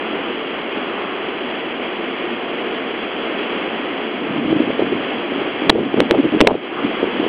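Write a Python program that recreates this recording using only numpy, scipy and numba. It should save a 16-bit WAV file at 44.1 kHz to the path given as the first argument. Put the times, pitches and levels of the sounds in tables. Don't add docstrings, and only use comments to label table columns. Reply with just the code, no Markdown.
import sys
import numpy as np
from scipy import signal
from scipy.fft import rfft, irfft
from scipy.io import wavfile
from scipy.ndimage import uniform_filter1d
from numba import njit

SR = 44100
rng = np.random.default_rng(int(sys.argv[2]) if len(sys.argv) > 2 else 0)


def transcribe(signal):
    frames = np.atleast_2d(signal).T
    limited = np.clip(frames, -1, 1)
    pcm = np.round(limited * 32767).astype(np.int16)
    wavfile.write(sys.argv[1], SR, pcm)


N = 321204
T = np.arange(N) / SR
FREQUENCIES = np.fft.rfftfreq(N, 1 / SR)


def gain_of(db):
    return 10 ** (np.asarray(db) / 20)


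def unit_rms(x):
    return x / np.sqrt(np.mean(x ** 2) + 1e-20)


def curve(rows):
    return np.interp(T, *np.transpose(rows))


def noise(spectrum):
    hz, db = np.transpose(spectrum)
    colour = gain_of(np.interp(np.log(FREQUENCIES + 1), np.log(hz + 1), db))
    return unit_rms(irfft(rfft(rng.standard_normal(N)) * colour, N))


def drift(cutoff_hz):
    low_pass = (FREQUENCIES > 0) / (1 + (FREQUENCIES / cutoff_hz) ** 4)
    return unit_rms(irfft(rfft(rng.standard_normal(N)) * low_pass, N))


# f/Hz, relative level/dB
FAN_SPECTRUM = [(40, -47), (85, -32), (130, -23), (160, -19), (185, -11.5), (230, -4), (290, -2), (350, -1),
                (460, -3), (530, -7), (720, -8), (900, -12), (1150, -11.5), (1500, -14), (3300, -13)]
# t/s, relative level/dB
FAN_SWELL = [(0, -0.5), (1.7, -0.9), (3.2, -0.5), (3.4, 0.7), (4.1, -1), (6.7, 1.45), (7.28, 0)]
# f/Hz, relative level/dB
MIDRANGE_SPECTRUM = [(400, -31.5), (750, -5), (1050, -0.5), (1300, 0.5), (1700, -13.5), (2600, -35.5)]
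# t/s, level/dB
MIDRANGE_ENVELOPE = [(0, -35.5), (.6, -43), (1, -32), (1.5, -47), (3.1, -47), (3.5, -42), (4, -49.5),
                     (6.65, -49), (6.79, -22.5), (6.9, -56), (7.28, -40)]
def fans(level_db=-17, flutter_db=.5):
    rush = noise(FAN_SPECTRUM) * gain_of(level_db + curve(FAN_SWELL) + flutter_db * drift(9.8))
    midrange = noise(MIDRANGE_SPECTRUM) * gain_of(curve(MIDRANGE_ENVELOPE))
    return rush + midrange


# f/Hz, rms level/dB
CONVERTER_TONES = [(349.9, -39), (1003, -54), (2181, -44.5), (2424, -50.5), (2881, -55)]
def converters(fade_db=2.5, waver_hz=1.77):
    out = np.zeros(N)
    for hz, db in CONVERTER_TONES:
        cycles = np.cumsum(hz + waver_hz * drift(3.4)) / SR
        fading = gain_of(fade_db * drift(1.2))
        out += gain_of(db) * unit_rms(np.sin(2 * np.pi * cycles) * fading)
    return out


def pulse(u, rise=1, fall=1.5):
    return np.exp(-(u / np.where(u < 0, rise, fall)) ** 2)


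# f/Hz, relative level/dB
TURBULENCE_SPECTRUM = [(30, -43), (70, -38), (120, -14), (200, -5.5), (290, 3), (420, -15), (700, -20.5),
                       (1200, -34), (2500, -55)]
# t/s, level/dB
AIR_ENVELOPE = [(0, -48), (4.05, -42), (4.3, -28.5), (5.6, -34.5), (6.62, -29), (6.9, -31), (7.28, -36)]
# peak t/s, relative level/dB, rise time/s, eddy f/Hz
PASSING_GUSTS = [ (4.359, -33, 0.13, 220), (4.536, -23, .11, 260), (4.817, -27, 0.034, 376),
                 (4.951, -28.5, 0.04, 234), (5.391, -40, 0.11, 334), (5.675, -27.5, .03, 320),
                 (5.762, -16.5, 0.065, 380), (6.003, -16.5, 0.035, 335), (6.142, -19, 0.04, 460),
                 (6.249, -19.5, 0.021, 312), (6.349, -22.5, 0.027, 280), (6.43, -14, .022, 330),
                 (6.493, -13, 0.039, 570), (6.858, -28.5, 0.028, 282), (7.043, -34.5, 0.034, 377),
                 (7.228, -29.5, 0.066, 360)]
def turbulence(lumpy_db=3, gust_gain_db=6.0):
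    power = gain_of(curve(AIR_ENVELOPE)) ** 2
    for peak_s, db, rise_s, _ in PASSING_GUSTS:
        near = abs(T - peak_s) < 3 * rise_s
        power[near] += (gain_of(db + gust_gain_db) * pulse((T[near] - peak_s) / rise_s)) ** 2
    rumble = noise(TURBULENCE_SPECTRUM) * gain_of(lumpy_db * np.tanh(drift(41)))
    return np.sqrt(power) * unit_rms(rumble)


def small_eddies(count=8, above_gust_db=10.5, scatter_db=8, scatter_octaves=.43, width_cycles=.99):
    rows = []
    for peak_s, db, rise_s, hz in PASSING_GUSTS:
        jitter, strength, detuning = rng.uniform(-1.024, 1, (count, 3)).T
        offset = (2 * np.arange(count) + 1 + jitter) / count - 1
        eddy_db = db + 20 * np.log10(pulse(offset)) + above_gust_db + scatter_db * strength
        eddy_hz = hz * 2 ** (scatter_octaves * detuning)
        rows += zip(peak_s + offset * rise_s, eddy_db, eddy_hz, width_cycles / eddy_hz)
    return rows


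def strike(air, eddies, steepening=.088, reach_s=.03):
    swings, undisturbed = np.zeros(N), np.ones(N)
    for peak_s, db, hz, width_s in eddies:
        near = slice(*np.searchsorted(T, [min(peak_s, T[-1]) - reach_s, peak_s + reach_s]))
        t = T[near] - peak_s
        push = pulse(t / width_s, rise=.55, fall=.68)
        phase = 2 * np.pi * hz * t
        flow = push * (np.sin(phase) + steepening * push * np.cos(2 * phase))
        swings[near] += gain_of(db) * np.gradient(flow, phase)
        undisturbed[near] *= 1 - push
    return swings + undisturbed * air


# t/s, level/dB, f/Hz, width/s
LARGE_EDDIES = [ (4.364, -8.5, 268, 0.0044), (4.453, -11, 322, 0.0045), (4.482, -13, 290, 0.0095),
                (4.52, -11, 320, 0.012), (4.529, -2.5, 297, 0.0034), (4.557, -13, 288, 0.011),
                (4.605, -3, 282, 0.0062), (4.621, -10.5, 290, 0.014), (4.705, -7.5, 480, 0.0029),
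                (4.796, -3.5, 420, 0.0031), (4.825, -5, 348, 0.0037), (4.926, -7, 326, 0.0039),
                (4.931, -10, 338, 0.0055), (5.322, -10, 336, 0.0027), (5.362, -14, 342, 0.0056),
                (5.418, -10.5, 330, 0.004), (5.478, -13.5, 350, 0.0052), (5.622, -8.5, 306, 0.0027),
                (5.6971, 8.5, 280, .0026), (5.7007, 12, 280, .0034), (5.729, -3.5, 367, 0.0046),
                (5.759, -1.5, 450, 0.0064), (5.765, -7, 346, 0.005), (5.792, -4, 380, 0.0067),
                (5.833, -6.5, 335, 0.0056), (5.944, -1, 313, 0.0038), (5.994, -4, 310, .004),
                (6.0044, 4, 450, .0026), (6.111, 3.8, 380, .0023), (6.12, 0, 320, 0.0048),
                (6.126, -6.5, 398, 0.0064), (6.149, -3, 560, 0.0021), (6.156, -4.5, 400, 0.0053),
                (6.19, -2.5, 320, .0065), (6.201, .3, 280, .01), (6.245, -2.5, 325, 0.003),
                (6.266, -8.5, 310, 0.0025), (6.328, -9, 280, 0.0059), (6.341, -6, 292, 0.0058),
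                (6.373, -7.5, 318, 0.0045), (6.4062, 4.3, 400, .0022), (6.4133, 8.9, 205, .0029),
                (6.4205, 1, 460, .0028), (6.426, 5, 309, .007), (6.45, 1.2, 480, .003),
                (6.4725, 10, 330, .0025), (6.4747, 12, 540, .002), (6.482, 6, 440, .0024),
                (6.487, 5, 517, 0.0013), (6.494, -3.5, 418, 0.0021), (6.511, 2, 438, 0.0033),
                (6.516, 4, 480, 0.0012), (6.544, -3, 560, 0.0024), (6.554, 1, 386, 0.0036),
                (6.851, -5, 259, 0.0046), (6.855, -21, 348, 0.0055), (7.031, -3, 347, 0.0032),
                (7.042, -6, 358, 0.0028), (7.076, -12, 360, 0.0057), (7.201, -7, 308, 0.0071),
                (7.231, -8.5, 347, 0.0044), (7.266, -9.5, 376, 0.0041)]
def wind(low_cut_hz=92):
    flutter = strike(turbulence(), small_eddies())
    low_cut = signal.butter(2, low_cut_hz, "high", fs=SR, output="sos")
    return strike(signal.sosfilt(low_cut, flutter), LARGE_EDDIES)


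@njit
def gain_control(x, threshold=.42, attack_db_per_s=2400, recovery_db_per_s=26, lag_s=.004):
    out, target_db, duck_db = np.empty_like(x), 0., 0.
    for i in range(len(x)):
        out[i] = x[i] * 10 ** (-duck_db / 20)
        excess = max(min(abs(out[i]), 1.) - threshold, 0.)
        target_db = max(target_db + (attack_db_per_s * excess - recovery_db_per_s) / SR, 0.)
        duck_db += (target_db - duck_db) / (lag_s * SR)
    return out


RECORDER_HZ = 8000
def overflow(x, drive, crack_above=1.2, chatter_above=1.8, chatter_hz=3620):
    crest = (drive > crack_above) & (drive > np.roll(drive, 1)) & (drive > np.roll(drive, -1))
    step = chatter_hz / RECORDER_HZ
    chatter = np.arange(len(drive)) * step % 1 < step
    wrapped = np.where(drive > chatter_above, chatter, crest)
    return np.where(wrapped, -x, x)


def playback(x, ceiling=.97, knee=24, top_hz=15600):
    interpolator = signal.firwin(14 * 441 + 1, 3920, window=("kaiser", 8), fs=RECORDER_HZ * 441)
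    x = signal.resample_poly(x, SR, RECORDER_HZ, window=interpolator)[:N]
    x = ceiling * x / (1 + abs(x) ** knee) ** (1 / knee)
    return signal.oaconvolve(x, signal.firwin(511, top_hz, window=("kaiser", 9), fs=SR), "same")


def scene():
    return (fans() + converters() + wind())[None]


def record(dry, band_hz=3440, hiss_db=-17.0):
    ducked = gain_control(dry[0])
    drive = abs(signal.resample_poly(ducked, RECORDER_HZ, SR))
    clipped = np.clip(ducked, -1, 1)
    narrow = signal.oaconvolve(clipped, signal.firwin(401, band_hz, fs=SR), "same")
    sampled = signal.resample_poly(narrow, RECORDER_HZ, SR, window=("kaiser", 7))
    cracked = overflow(sampled, drive)
    slope = uniform_filter1d(abs(np.diff(cracked, prepend=0)), size=64)
    hiss = gain_of(hiss_db) * slope * rng.standard_normal(len(cracked))
    return playback(cracked + hiss)[None]


dry = scene()
out = record(dry)
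transcribe(out)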